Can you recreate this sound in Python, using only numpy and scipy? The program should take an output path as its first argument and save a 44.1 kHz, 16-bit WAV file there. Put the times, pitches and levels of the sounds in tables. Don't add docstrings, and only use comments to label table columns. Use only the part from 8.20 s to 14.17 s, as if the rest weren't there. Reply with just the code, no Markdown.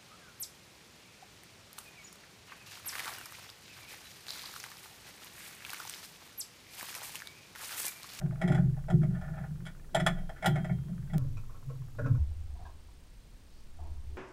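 import sys
import numpy as np
from scipy import signal
from scipy.fft import rfft, irfft, next_fast_len
from scipy.io import wavfile
from scipy.ndimage import map_coordinates

SR = 44100
rng = np.random.default_rng(int(sys.argv[2]) if len(sys.argv) > 2 else 0)


def generate_wav(signal):
    frames = np.transpose(np.atleast_2d(signal))
    scaled = np.clip(frames, -1, 1) * 32767
    pcm = np.round(scaled).astype(np.int16)
    wavfile.write(sys.argv[1], SR, pcm)


N = 263277
FS = 2 * SR

# start_s, speed_ratio
SPEEDS = [(0, 1), (2.9817, .75), (3.982, .5)]
# time_s, knock_db, clink_db, ping_over_clink_db, dullness_db
CONTACTS = [(0.122, -49, -61.5, -12, 10), (0.216, -32.5, -40.5, 1, 5), (0.236, -44, -50.5, 6, 9),
            (0.278, -36, -43.5, -2.5, 1.5), (0.298, -34.5, -54, 10, 6), (0.32, -38, -39.5, -6.5, 8.5),
            (0.348, -35, -42.5, -2, 3.8), (0.379, -42, -43, -21, 21), (0.568, -50.5, -61.5, -30, 12),
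            (0.685, -36, -53.5, 1, 10), (0.702, -35.5, -42, -11, 8), (0.818, -59, -54.5, -25, 20),
            (0.831, -44, -50, -3, 12), (0.95, -69, -53, -25, 16), (1.014, -48, -52, -28, 11),
            (1.049, -52, -56, -25, 27), (1.083, -46, -51, -30, 30), (1.139, -53, -56, -22, 28),
            (1.18, -46.5, -48.5, -18, 22), (1.24, -44.5, -51, -25, 31), (1.455, -66, -62, 4, -13),
            (1.466, -48.5, -48.5, -1, -1), (1.748, -20.5, -38.5, -1, -11), (1.761, -40.5, -35.5, -2.2, 16),
            (1.8, -34, -39, -.4, 0.5), (1.865, -25, -24.5, -8.5, 3), (1.984, -51, -65.5, 7.5, -3),
            (2.094, -39.5, -49, -6.5, 7), (2.163, -74, -55, -12, 27), (2.226, -38, -46.5, 6, 2.5),
            (2.245, -27, -35.5, -9, 10.5), (2.26, -24, -32, -3.5, -6), (2.329, -64, -84, -.4, 7),
            (2.358, -34.5, -45.5, 3, 4.5), (2.446, -37.5, -48.5, 1.5, 4), (2.495, -38, -51.5, 3.5, 25),
            (2.693, -55.5, -74, -1, -2), (2.899, -59, -67, 9, -1), (2.935, -41, -49, -5, 3.5),
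            (3.171, -59, -56.5, -30, -1), (3.297, -64, -57.5, -21, 24), (3.346, -61, -58, -14, 17),
            (3.5, -50, -58.5, -13, 7), (3.788, -35.5, -54, 10.5, 6.5), (3.845, -53, -63.5, 15, 17),
            (3.861, -40, -47, -3.5, 11.5), (3.949, -53, -58.5, -5, 11), (4.353, -69, -63.5, -6, 18),
            (4.394, -70, -60.5, -19, 18), (4.413, -77, -57, -13, 17), (4.453, -61, -56.5, -.4, 1),
            (5.592, -74, -56, -25, 26)]
TREBLE_DB = [-5, -12, -20]
DULLNESS_SHARES = [0.9, 0.68, 1]
# pitch_hz, level_db, t60_s
STEEL_MODES = [(495, -15, .1), (560, -10, .08), (614, -1, .12), (664, 0, .12), (760, -1.5, .11),
               (795, -2.5, .11), (880, -14, .08), (1195, -9, .05), (1420, -4, .09), (1497, -16, .1),
               (1583, -10, .09), (1626, -13, .09), (1790, -13, .09), (1880, -14, .09), (1948, -11, .11),
               (2156, -13, .07), (2275, -10, .08), (3197, -12, .08), (3385, -13, .09), (5050, -29, .07),
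               (5250, -26, .08), (7332, -31, .07), (7585, -26, .08), (9162, -33, .06), (9550, -31, .06)]
# low_hz, high_hz, clatter_db, clatter_t60_s
FAMILIES = [(520, 834, -6, 0.11), (1147, 1930, 5, 0.058), (1770, 2310, -7, 0.089),
            (2730, 4200, -4.5, 0.062), (4340, 11100, 1, 0.072), (8500, 10900, 5, 0.075)]
# start_s, end_s, knock_family_db, clink_family_db
STROKES = [(0.0, 0.01, -42.5, -58), (0.205, 0.392, -44.5, -53), (0.907, 1.236, -55.5, -58),
           (1.773, 1.86, -78, -73), (1.95, 2.023, -55, -56.5), (2.163, 2.223, -64, -55),
           (2.325, 2.384, -48, -46.5), (2.927, 3.04, -59, -64.5), (3.793, 3.993, -64, -64),
           (4.322, 4.47, -82, -78), (5.613, 5.67, -61, -56), (5.932, 5.97, -56, -66)]
# pitch_hz, level_db, width_hz
MACHINE_MODES = [
    [(60, 0, 7), (84, -3, 15)],
    [(129, 0, 12), (149, 0, 12)],
    [(174, 0, 12), (197, -10, 15)],
    [(230, -8, 30), (275, -6, 30), (330, -5, 20), (361, 0, 16), (410, -9, 30)],
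]
MACHINE_FALL_DB_PER_S = [37.7, 79.4, 146, 159.6]
# peak_s, bed_db, headstock_db, panel_db
PUSHES = [(0.043, -31.5, -31.5, -50), (.11, -61, -46, -61), (0.251, -36.5, -27, -39.5),
          (0.309, -27, -29, -34), (0.388, -31.5, -24, -50), (0.461, -26.5, -48, -53),
          (0.743, -23, -21, -38), (0.822, -31, -31, -44), (0.899, -39, -31.5, -52),
          (1.099, -35.5, -42, -61.5), (1.211, -39.5, -39.5, -65), (1.318, -39, -42.5, -72),
          (1.42, -45.5, -45.5, -65), (1.774, -30.5, -38, -43), (1.828, -39.5, -32, -47),
          (1.898, -58, -31.5, -51), (2.01, -52, -44.5, -77), (2.283, -28, -29.5, -39),
          (2.38, -41, -29.5, -46), (2.513, -31, -31, -49), (2.66, -67, -47, -57.5),
          (2.718, -43, -33.5, -68), (2.798, -36, -43.5, -62.5), (2.958, -32.5, -24.5, -44),
          (3.055, -60, -38.5, -58), (3.488, -45, -38.5, -59), (3.608, -43.5, -40, -80),
          (3.814, -37, -32.5, -44.5), (3.86, -45, -32, -41.5), (3.918, -26.5, -26.5, -50),
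          (4.19, -40.5, -43, -82), (4.4, -53, -51.5, -65), (5.615, -42.5, -68, -84.5),
          (5.73, -39.5, -55, -87), (5.85, -42.5, -49, -86)]
# frequency_hz, density_db
NOISE_SPECTRUM = [(10, -52), (22, -15.5), (40, -14.5), (100, -20), (250, -28), (600, -38), (1500, -47),
                  (4000, -49.5), (9000, -51), (15000, -55.5), (18000, -58), (26000, -61), (34000, -62.5)]
# start_s, end_s, level_db
TICK_RUNS = [(0.013, .17, -45.5), (0.447, .65, -56), (1.308, 1.75, -53), (2.587, 2.9, -54.5),
             (3.171, 3.77, -56), (4.11, 4.7, -56.5)]
# pitch_hz, t60_s
BAR_MODES = [(3200, 1.1), (7585, .22), (12640, .1), (14490, .11)]
# time_s, mode1_db, mode2_db, mode3_db, mode4_db
BAR_KNOCKS = [(1.748, -62, -43, -54, -57), (1.865, -58, -54, -64, -57), (2.26, -51, -54, -66, -41)]

STROKE_RISE_DB_PER_S, STROKE_FALL_DB_PER_S, PUSH_RISE_DB_PER_S = 450, 250, 490
SWING_PERIOD_S, ROCKING_DB, STAND_REST_DB = 0.048, -45, -68.5


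def amp(db):
    return 10 ** (np.asarray(db) / 20)


def unit(x):
    return x / np.sqrt(np.mean(x ** 2) + 1e-20)


def shop_s(playback_s):
    start_s, speed = np.transpose(SPEEDS)
    edges_s = np.append(start_s, N / SR + 1)
    return np.interp(playback_s, edges_s, np.append(0, np.cumsum(np.diff(edges_s) * speed)))


SHOP_N = int(shop_s(N / SR) * FS) + 8


def wobble(rate_hz):
    knots = rng.standard_normal(int(SHOP_N * rate_hz / FS) + 4)
    return map_coordinates(knots, [np.arange(SHOP_N) * rate_hz / FS])


def filtered(x, response):
    size = 2 * next_fast_len((len(x) + FS) // 2)
    return irfft(rfft(x, size) * response(np.fft.rfftfreq(size, 1 / FS)), size)[:len(x)]


def band(f, low_hz, high_hz, order=4):
    width_hz = 1.3 * (high_hz - low_hz)
    return (1j * f * width_hz / (low_hz * high_hz - f * f + 1j * f * width_hz)) ** order


def swells(start_s, end_s, hold_db, rise_db_per_s, fall_db_per_s):
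    t = np.arange(0, SHOP_N / FS + .01, .001)[:, None]
    before_s, after_s = np.maximum(shop_s(start_s) - t, 0), np.maximum(t - shop_s(end_s), 0)
    gains = amp(hold_db - rise_db_per_s * before_s - fall_db_per_s * after_s)
    return np.interp(np.arange(SHOP_N) / FS, t[:, 0], np.sqrt(np.sum(gains ** 2, axis=1)))


def steel_family(f, low_hz, high_hz, clatter_db, dense_ring):
    modes = [(hz, db, np.log(1000) / (np.pi * t60_s))
             for hz, db, t60_s in STEEL_MODES if low_hz < hz < high_hz]
    ring = sum((-1) ** k * amp(db) * 1j * f / (hz * hz - f * f + 1j * f * width_hz)
               for k, (hz, db, width_hz) in enumerate(modes))
    ring = ring * band(f, low_hz, high_hz, order=1)
    clatter = band(f, low_hz, high_hz) * rfft(dense_ring, 2 * len(f) - 2)
    return ring / np.linalg.norm(ring) + amp(clatter_db) * clatter / np.linalg.norm(clatter)


def chuck_key():
    time_s, knock_db, clink_db, ping_db, dullness_db = np.transpose(CONTACTS)
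    treble_db = [clink_db + db - share * dullness_db for db, share in zip(TREBLE_DB, DULLNESS_SHARES)]
    blow_db = [knock_db, clink_db, clink_db + ping_db] + treble_db
    t = np.arange(FS // 4) / FS
    settle = amp(-60 * t / 0.046) * (1 - np.exp(-t / 0.00076))
    grit = amp(4 * wobble(40) + 3 * wobble(300))
    start_s, end_s, *stroke_db = np.transpose(STROKES)
    low, mid = [swells(start_s, end_s, db, STROKE_RISE_DB_PER_S, STROKE_FALL_DB_PER_S)
                for db in stroke_db]
    slide_gains = [low] + [mid * amp(db) for db in (-2.5, -11, -22.5, -31.5, -33)]
    out = np.zeros(SHOP_N)
    for k, (low_hz, high_hz, clatter_db, t60_s) in enumerate(FAMILIES):
        dense_ring = rng.standard_normal(len(t)) * amp(-60 * t / t60_s)
        response = lambda f: steel_family(f, low_hz, high_hz, clatter_db, dense_ring)
        lead_s = 0.0028 / (1 + k / 2)
        blows = np.zeros(SHOP_N)
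        blows[np.round((shop_s(time_s) - lead_s) * FS).astype(int)] = amp(blow_db[k])
        settling = signal.fftconvolve(blows, settle)[:SHOP_N] * rng.standard_normal(SHOP_N)
        noise_gain = np.std(filtered(rng.standard_normal(SHOP_N), response))
        sliding = slide_gains[k] * unit(grit * rng.standard_normal(SHOP_N))
        force = amp(1.5) * (22 * blows + settling) + amp(-3) * sliding
        out += filtered(force, response) / noise_gain
    return out


def machine_boom():
    t, out = np.arange(SHOP_N) / FS, np.zeros(SHOP_N)
    peak_s, bed_db, headstock_db, panel_db = np.transpose(PUSHES)
    stand_db = -48.5 + 0.74 * (bed_db + 35)
    gains = [swells(peak_s, peak_s, db, PUSH_RISE_DB_PER_S, fall)
             for db, fall in zip([stand_db, bed_db, headstock_db, panel_db], MACHINE_FALL_DB_PER_S)]
    gains[0] = np.hypot(gains[0], amp(STAND_REST_DB))
    for gain, modes in zip(gains, MACHINE_MODES):
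        part = sum(amp(db + 3 * wobble(width_hz)) * np.sin(2 * np.pi * hz * t + 1.3 * wobble(width_hz))
                   for hz, db, width_hz in modes)
        out += gain * unit(part)
    return out


def stand_rocking():
    t = np.arange(SHOP_N) / FS
    gain = amp(ROCKING_DB + 4.9 * wobble(4.94))
    return gain * np.sin(2 * np.pi * t / SWING_PERIOD_S + 0.96 * wobble(8.5))


def rumble_and_hiss(level_db=-54):
    hz, density_db = np.transpose(NOISE_SPECTRUM)
    response = lambda f: amp(np.interp(np.log(f + 1), np.log(hz), density_db))
    return amp(level_db) * unit(filtered(rng.standard_normal(SHOP_N), response))


def mains_chirp(pitch_hz=17120, mains_hz=60, length_s=0.003, offset_s=0.002, level_db=-66.5):
    t = np.arange(SHOP_N) / FS
    from_peak_s = (t - offset_s) % (1 / mains_hz) - 0.5 / mains_hz
    return amp(level_db) * np.exp(-(2 * from_peak_s / length_s) ** 2) * np.sin(2 * np.pi * pitch_hz * t)


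def loose_part(t60_s=0.03):
    ticks, t = np.zeros(SHOP_N), np.arange(FS // 30) / FS
    for start_s, end_s, level_db in TICK_RUNS:
        times_s = np.arange(shop_s(start_s), shop_s(end_s), SWING_PERIOD_S)
        scatter_db = rng.standard_normal(16)[:len(times_s)]
        ticks[np.round(times_s * FS).astype(int)] = amp(level_db + scatter_db)
    force = signal.fftconvolve(ticks, amp(-60 * t / t60_s))[:SHOP_N] * rng.standard_normal(SHOP_N)
    return amp(14.5) * filtered(force, lambda f: band(f, 1000, 2110))


def cross_bar(attack_s=0.00098):
    out, t = np.zeros(SHOP_N + FS), np.arange(FS) / FS
    attack = 1 - np.exp(-t / attack_s)
    for time_s, *levels_db in BAR_KNOCKS:
        for (hz, t60_s), db in zip(BAR_MODES, levels_db):
            ring = amp(db - 60 * t / t60_s) * attack * np.sin(2 * np.pi * hz * t)
            out[round(shop_s(time_s) * FS):][:FS] += ring
    return out[:SHOP_N]


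def sleeve(peak_s=5.37, length_s=0.09, level_db=-73):
    swell = np.exp(-((np.arange(SHOP_N) / FS - shop_s(peak_s)) / (length_s / 2)) ** 2)
    friction = filtered(rng.standard_normal(SHOP_N), lambda f: band(f, 7700, 12000))
    return amp(level_db) * swell * unit(friction)


def room(x, t60_s=0.16, cutoff_hz=5000, delay_samples=400):
    t = np.arange(FS // 2) / FS
    tail = rng.standard_normal(len(t)) * amp(-60 * t / t60_s)
    tail = filtered(tail, lambda f: 1 / (1 + 1j * f / cutoff_hz))
    return signal.fftconvolve(np.pad(x, (delay_samples, 0)), tail / np.linalg.norm(tail))[:SHOP_N]


def scene():
    steel = chuck_key() + cross_bar() + loose_part()
    shop = steel + amp(-14) * room(steel) + machine_boom() + stand_rocking()
    shop += sleeve() + rumble_and_hiss() + mains_chirp()
    played = map_coordinates(shop, [shop_s(np.arange(2 * N) / FS) * FS])
    played = filtered(played, lambda f: f < SR / 2)[::2]
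    played[round(SPEEDS[1][0] * SR)] -= amp(-21)
    return played[None]


def record(dry, cutoff_hz=15800):
    size = next_fast_len(N + SR // 4)
    return irfft(rfft(dry, size) * (np.fft.rfftfreq(size, 1 / SR) < cutoff_hz), size)[:, :N]


dry = scene()
out = record(dry)
generate_wav(out)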